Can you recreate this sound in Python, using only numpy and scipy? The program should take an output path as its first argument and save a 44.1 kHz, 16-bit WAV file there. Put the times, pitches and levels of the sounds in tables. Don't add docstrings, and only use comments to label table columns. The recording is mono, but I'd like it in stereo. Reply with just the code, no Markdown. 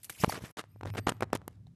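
import sys
import numpy as np
from scipy import signal
from scipy.fft import rfft, irfft
from scipy.io import wavfile
from scipy.ndimage import uniform_filter1d

SR = 44100
rng = np.random.default_rng(int(sys.argv[2]) if len(sys.argv) > 2 else 0)


def to_wav(sig):
    pcm = np.clip(np.atleast_2d(sig), -1, 1) * 32767
    pcm = np.round(pcm).astype(np.int16)
    wavfile.write(sys.argv[1], SR, pcm.T)


def voltage_ratio(level):
    return 10 ** (np.asarray(level, float) / 20)


N = 77175
CUT_S, BACK_S = 0.5116, 0.569


def read(points, hz):
    f, value = np.transpose(points)
    return np.interp(np.log(hz + 1), np.log(f + 1), value)


def curve(table, column):
    rows = np.array(table)
    return np.interp(np.arange(N) / SR, rows[:, 0], rows[:, column])


def evened(x):
    return x / np.sqrt(np.mean(x ** 2) + 1e-20)


def add(mix, start_s, sound):
    part = mix[..., round(start_s * SR):][..., :sound.shape[-1]]
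    part += sound[..., :part.shape[-1]]


def colour(x, points, tilt_db=0):
    size = x.shape[-1]
    hz = np.fft.rfftfreq(size, 1 / SR)
    gain_db = read(points, hz) + tilt_db * np.log10((hz + 50) / 1000)
    return evened(irfft(rfft(x) * voltage_ratio(gain_db), size))


def resonate(x, hz, width_hz):
    carrier = np.exp(2j * np.pi * np.cumsum(hz * np.ones(len(x))) / SR)
    pole = np.exp(-np.pi * width_hz / SR)
    slow = signal.lfilter([1], [1, -2 * pole, pole * pole], x / carrier)
    return evened((carrier * slow).real)


def gritty(size, spread_db=2.0):
    grains_per_s, bed_gain = 9000, 0.7
    hit = rng.random(size) < grains_per_s / SR
    strength = voltage_ratio(spread_db * np.minimum(rng.exponential(1, size), 3))
    grains = evened(hit * strength * rng.standard_normal(size))
    return grains + bed_gain * rng.standard_normal(size)


def patchy(x, depth_db):
    z = signal.stft(x, nperseg=256)[2]
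    field = rng.standard_normal(z.shape[1:])
    field = uniform_filter1d(field, size=6, axis=0)
    field = evened(uniform_filter1d(field, size=4, axis=1))
    patched = signal.istft(z * voltage_ratio(depth_db * field), nperseg=256)[1]
    return evened(patched[:, :x.shape[-1]])


# (frequency [Hz], density [dB per Hz])
AIR_SPECTRUM = [(150, -30), (250, -2.5), (512, -23.5), (804, -25.5), (1240, -26.5), (4200, -30),
                (13500, -37)]


def air():
    level_db = -74.5
    return voltage_ratio(level_db) * np.array([colour(x, AIR_SPECTRUM) for x in rng.standard_normal((2, N))])


# (time [s], level [dB rms], share in the hum [0-1])
RUMBLE = [(0, -69, 0.12), (.5, -61.5, 0.094), (.66, -61.5, 0.39), (.81, -52.5, 0.68), (.85, -40, 0.81),
          (.9, -34.5, 0.94), (.94, -39, 0.95), (.965, -50.5, 0.7), (1.0, -39, 1), (1.06, -49.5, 0.33),
          (1.3, -50.5, 0.11), (1.75, -54, 0.095)]
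# (frequency [Hz], width [Hz], level [dB])
BOOM = [(77.6, 57, -3.5), (108.6, 47, 3.5), (149, 28.4, -3), (237, 15, -14)]


def rumble():
    hum_hz, hum_width_hz = 101, 16
    noise = rng.standard_normal((3, N))
    booms = [evened(sum(voltage_ratio(db) * resonate(x, hz, width_hz) for hz, width_hz, db in BOOM))
             for x in noise[:2]]
    hum = np.sin(2 * np.pi * hum_hz * np.arange(N) / SR)
    hum = evened(hum + 0.82 * resonate(noise[2], hum_hz, hum_width_hz))
    share = np.clip(curve(RUMBLE, 2), 0, 1)
    mono = np.sqrt(share) * hum + np.sqrt(1 - share) * booms[0]
    return voltage_ratio(curve(RUMBLE, 1)) * np.array([mono + 0.047 * booms[1], mono - 0.45 * booms[1]])


# (time [s], top line [Hz], level [dB rms])
WHISTLE = [(.68, 12250, -90), (.70, 12450, -73), (.73, 12950, -72), (.80, 12800, -80), (.84, 13100, -85),
           (.86, 13050, -66), (.92, 13050, -64), (.945, 12800, -62), (.97, 12400, -62), (1.035, 12350, -64),
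           (1.07, 12600, -61), (1.14, 12450, -65), (1.2, 12450, -92)]
# (shift [Hz], width [Hz], level [dB])
WHISTLE_LINES = [(2, 95, 0), (-3880, 180, -7.5), (-7750, 220, -12), (-10500, 300, -7)]


def whistle():
    air_db, right_db = 0.5, -21
    top_hz, t = curve(WHISTLE, 1), np.arange(N) / SR
    lines = sum(voltage_ratio(db) * resonate(rng.standard_normal(N), top_hz + shift_hz, width_hz)
                for shift_hz, width_hz, db in WHISTLE_LINES)
    breath = voltage_ratio(air_db) * colour(rng.standard_normal(N), AIR_SPECTRUM, -10)
    active = (t > WHISTLE[0][0]) * (t < WHISTLE[-1][0])
    return voltage_ratio(curve(WHISTLE, 2)) * active * (lines + breath) * voltage_ratio(np.array([[0], [right_db]]))


# (frequency [Hz], density [dB per Hz])
LEAF_SPECTRUM = [(100, -6), (500, -17), (1250, -18.5), (2200, -12), (5000, -14.5), (11500, -12),
                 (13500, -12)]
# (time [s], left level [dB rms])
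RUSTLE = [(0, -61.5), (.085, -58.5), (.11, -47.5), (.17, -49), (.215, -38), (.24, -37.5), (.247, -45),
          (.27, -50), (.283, -43), (.30, -35), (.345, -44.5), (.40, -57.5), (.455, -46.5), (.485, -53.5),
          (.515, -60.5)]
# (frequency [Hz], width [Hz], level [dB])
LEAF_BANDS = [(11100, 900, -15), (12390, 800, -13)]


def rustle():
    right_db, shared, bands_full_db = -4.5, 0.1, -38.5
    left, other = patchy(gritty((2, N), 2.5), 4.2)
    right = shared * left + (1 - shared) * other
    level_db = curve(RUSTLE, 1)
    bands = sum(voltage_ratio(db) * resonate(left, hz, width_hz) for hz, width_hz, db in LEAF_BANDS)
    pair = np.array([colour(left, LEAF_SPECTRUM) + bands * voltage_ratio(level_db - bands_full_db),
                     voltage_ratio(right_db) * colour(right, LEAF_SPECTRUM, -3.0)])
    flicker_db = 2.6 * evened(uniform_filter1d(rng.standard_normal(N), 300))
    mute_db = -99 * (np.arange(N) > BACK_S * SR)
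    return pair * voltage_ratio(level_db + flicker_db + mute_db)


# (time [s], t60 [s], level [dB rms], brightness [dB per decade], right re left [dB])
CRACKLES = [
    (.031, 0.075, -36, 15.5, -8.5),
    (.043, 0.06, -28, 14, -16),
    (0.0958, 0.045, -25, 0.5, -7),
    (.2445, 0.011, -56, -12.5, -22.5),
    (0.288, 0.048, -36, 4, -2.5),
    (0.419, 0.16, -46.5, -3.5, 7),
]


def crackles():
    out, t = np.zeros((2, N)), np.arange(4096) / SR
    for s, t60_s, db, tilt_db, right_db in CRACKLES:
        grit = patchy(gritty((2, 4096), 5.2), 1.0)
        left = colour(grit[0], LEAF_SPECTRUM, tilt_db)
        right = voltage_ratio(right_db) * colour(grit[0] + 1.4 * grit[1], LEAF_SPECTRUM, tilt_db - 9.0)
        envelope = np.clip(t / 0.0014, 0, 1) * voltage_ratio(db - 60 * t / t60_s)
        add(out, s, np.array([left, right]) * envelope)
    return out


def leaves():
    right_dull_hz = 9000
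    left, right = rustle() + crackles()
    return np.array([left, signal.lfilter(*signal.butter(6, right_dull_hz, fs=SR), right)])


# (time [s], frequency [Hz], t60 [s], left level [dB], right level [dB])
RINGS = [(.0965, 1605, .0067, -21.5, -43), (.2375, 2380, .007, -42, -21), (.2443, 1440, .009, -31, -17),
         (.2446, 2820, .006, -32, -21), (.289, 11100, .06, -35, -60), (.294, 12500, .04, -37, -55),
         (.2952, 808, .011, -20, -16), (.296, 4540, .03, -38, -30), (.2962, 5700, .012, -38, -25),
         (.3215, 5210, .012, -39, -34), (1.077, 2900, .015, -43, -38), (1.0925, 8810, .015, -60, -30),
         (1.093, 3000, .018, -33, -32), (1.2075, 2400, .014, -70, -26), (1.3285, 2680, .025, -53, -27),
         (1.3305, 3700, .008, -60, -31), (1.3305, 5410, .01, -60, -30), (1.3305, 7550, .007, -60, -33),
         (1.3305, 10800, .006, -60, -31), (1.668, 750, .02, -70, -49), (1.6685, 3930, .005, -66, -39)]


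def rings():
    out, t = np.zeros((2, N)), np.arange(2000) / SR
    for s, hz, t60_s, left_db, right_db in RINGS:
        ring = np.sin(2 * np.pi * hz * t)
        ring += 0.35 * np.sin(2 * np.pi * 1.08 * hz * t + 6 * rng.random())
        decay = voltage_ratio(np.array([[left_db], [right_db]]) - 60 * t / t60_s)
        add(out, s, decay * np.clip(t / 0.0009, 0, 1) * ring)
    return out


# (time [s], peak [dB], brightness [dB per decade], left re right [dB])
TICKS = [(0.2444, -29, -15, -8), (0.2982, -28, -4, -3), (0.328, -19, -19, -18), (.41, -44, 0, -10),
         (.45, -33, -12, -3), (.640, -39, -14, -28), (0.81, -42, -3, -28), (.8337, -47, -25, -23),
         (.8573, -28, -2, -25), (.9026, -29, -13, -22), (.9815, -30, 15, -34), (1.0686, -25, -4, -34),
         (1.0719, -9, -12, -40), (1.0736, -35, -6, -37), (1.0843, -32, 3, -30), (1.0926, -24, 2, -40),
         (1.0957, -22, 0, -40), (1.098, -27, -4, -44), (1.1307, -40, 0, -20), (1.1684, -42, 3, -12),
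         (1.2082, -22.5, 8, -43), (1.2257, -16, -12, -39), (1.228, -38, -2, -35), (1.238, -43, -5, -35),
         (1.3315, -9, 8, -45), (1.3525, -11, 19, -39), (1.3728, -29.5, 6, -25), (1.4797, -12.5, 22, -40),
         (1.6707, -46.5, 4, -21)]


def ticks():
    scatter, scatter_s = 0.12, 0.0004
    out, t = np.zeros((2, N)), np.arange(-256, 256) / SR
    for s, db, tilt_db, left_db in TICKS:
        spike = (t == 0) + scatter * rng.standard_normal(len(t)) * np.exp(-np.abs(t) / scatter_s)
        spike = colour(spike, [(200, -21), (1200, 2.5), (16000, -11)], tilt_db) * np.hanning(len(t))
        add(out, s + t[0], voltage_ratio(db + np.array([[left_db], [0]])) * spike / np.abs(spike).max())
    return out


# (frequency [Hz], density [dB per Hz])
GRIT_SPECTRUM = [(50, -4.5), (130, 2), (630, -1), (1700, -3), (2500, -9), (8500, -19.5), (13500, -28)]
# (time [s], length [s], level [dB rms], brightness [dB per decade])
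SCRAPES = [(0.234, 0.014, -23, -7), (0.32, 0.011, -32.5, -5.5), (0.334, 0.064, -37, -2.5),
           (0.403, 0.027, -48, -14.5), (0.437, 0.048, -46, -0.5), (0.482, 0.073, -54.5, -4.5),
           (0.57, 0.049, -35.5, 2), (0.611, 0.059, -62.5, 0.5), (0.862, 0.051, -43.5, -6),
           (0.947, 0.019, -42, -8.5), (0.968, 0.034, -33, -2.5), (1.067, 0.0084, -31, -3),
           (1.077, 0.018, -26.5, -3), (1.091, 0.011, -26, 9), (1.099, .01, -33.5, -5),
           (1.117, 0.0061, -33, -14), (1.2066, 0.0048, -34, 4.5), (1.211, 0.0065, -43, -17),
           (1.22, 0.025, -31, -13), (1.327, 0.026, -34.5, -8), (1.348, 0.019, -33.5, 1),
           (1.482, .1, -70.5, 7), (1.672, 0.019, -75.5, 8)]


def scrapes():
    out, t = np.zeros(N), np.arange(4096) / SR
    for s, length_s, db, tilt_db in SCRAPES:
        noise = colour(patchy(gritty((1, 4096)), 2.2)[0], GRIT_SPECTRUM, tilt_db)
        lumps = voltage_ratio(2.4 * evened(uniform_filter1d(rng.standard_normal(4096), 130)))
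        shape = np.abs(np.sin(np.pi * np.clip(t / length_s, 0, 1) ** 0.59)) ** 0.74
        add(out, s, voltage_ratio(db) * evened((shape * lumps * noise)[t < length_s]))
    return out


# (time [s], peak [dB], width [ms])
PUSHES = [(.2384, 0, .2), (.2393, -10, .25), (.2402, -8, .25), (.2451, -1.5, .18), (.3265, -17, .13),
          (.338, -26, 1.2), (.594, -21, .12), (.640, -32, .2), (.761, -35, .35), (.811, -22, .2),
          (.8337, -20, .18), (.8527, -23, .25), (.9026, -31, .1), (.9392, -25, .2), (.9506, -26, .22),
          (1.0953, -14, .12), (1.1214, -15, .16), (1.208, -19, .25), (1.2315, -8, .22), (1.4799, -18, .2)]
# (time [s], peak [dB], width [ms])
PULLS = [(.242, -14, 1.1), (.2457, -7, .18), (.2802, -13, 1.2), (.4225, -27, 2.0), (.4395, -22, 1.4),
         (.832, -25, .35), (.8573, -19, .25), (.8709, -28, .45), (.9568, -22, .3), (.9709, -24, .12),
         (.9815, -16, .12), (.990, -21, .9), (1.0707, -11, .22), (1.0717, -5, .26), (1.0743, -10, .12),
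         (1.0921, -9, .13), (1.2246, -7.5, .22), (1.3032, -39, .18), (1.3318, -5, .22), (1.3526, -15, .45),
         (1.4173, -36, .16), (1.4783, -31, .6), (1.6701, -50, .3)]


def snaps():
    highpass_hz, puff_db, puff_rise_s, puff_fall_s, puff_width_ms = 100, -16, 0.0008, 0.0019, 0.23
    out, t = np.zeros(N), np.arange(-300, 500) / SR
    puff_envelope = np.exp(-np.abs(t) / np.where(t > 0, puff_fall_s, puff_rise_s))
    for gain, table in ((1, PUSHES), (-1.363, PULLS)):
        for s, db, width_ms in table:
            pulse = gain * np.exp(-(np.abs(t) / (width_ms / 1000)) ** 1.43)
            puff = colour(rng.standard_normal(len(t)), GRIT_SPECTRUM, 0.84) * puff_envelope
            puff *= voltage_ratio(puff_db) / (1 + (width_ms / puff_width_ms) ** 3)
            add(out, s + t[0], voltage_ratio(db) * (pulse + puff))
    return signal.sosfilt(signal.butter(1, highpass_hz, "high", fs=SR, output="sos"), out)


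def with_tail(near):
    level_db, t60_s, lowpass_hz = -33, 0.6, 3470
    size = SR // 2
    tail = signal.lfilter(*signal.butter(1, lowpass_hz, fs=SR), rng.standard_normal(size))
    tail *= voltage_ratio(-60 * np.arange(size) / SR / t60_s)
    return near + voltage_ratio(level_db) * signal.fftconvolve(near, tail / np.linalg.norm(tail))[:N]


def leak_to_left(near):
    early_db, late_db, delay_s, lowpass_hz = -24, -37, 0.0012, 600
    dull = signal.lfilter(*signal.butter(1, lowpass_hz, fs=SR), near)
    level_db = np.where(np.arange(N) / SR < BACK_S, early_db, late_db)
    return np.roll(dull, round(delay_s * SR)) * voltage_ratio(level_db)


def scene():
    near = with_tail(snaps() + scrapes())
    debris = np.array([leak_to_left(near), near])
    return air() + rumble() + whistle() + leaves() + rings() + ticks() + debris


def low_pass(x):
    return signal.sosfilt(signal.butter(12, 14700, fs=SR, output="sos"), x)


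def record(dry):
    cut_db_per_s, return_s, edge_hz, edge_leak_db = -2500, 0.0015, 13030, -45
    t = np.arange(N) / SR
    fade_out = voltage_ratio(cut_db_per_s * np.clip(t - CUT_S, 0, 1))
    fade_in = np.clip((t - BACK_S) / return_s, 0, 1)
    gate = np.where(t < BACK_S, fade_out, fade_in)
    x = signal.sosfiltfilt(signal.butter(2, 50, "high", fs=SR, output="sos"), dry) * gate
    x = x / (1 + (np.abs(x) / 0.9) ** 4) ** 0.25
    lowpass = signal.firwin(201, edge_hz, window=("kaiser", 5), fs=SR)
    padded = np.pad(x, ((0, 0), (100, 100)), "reflect")
    limited = signal.oaconvolve(padded, lowpass[None], "valid")
    return low_pass(voltage_ratio(edge_leak_db) * x + limited)


dry = scene()
out = record(dry)
to_wav(out)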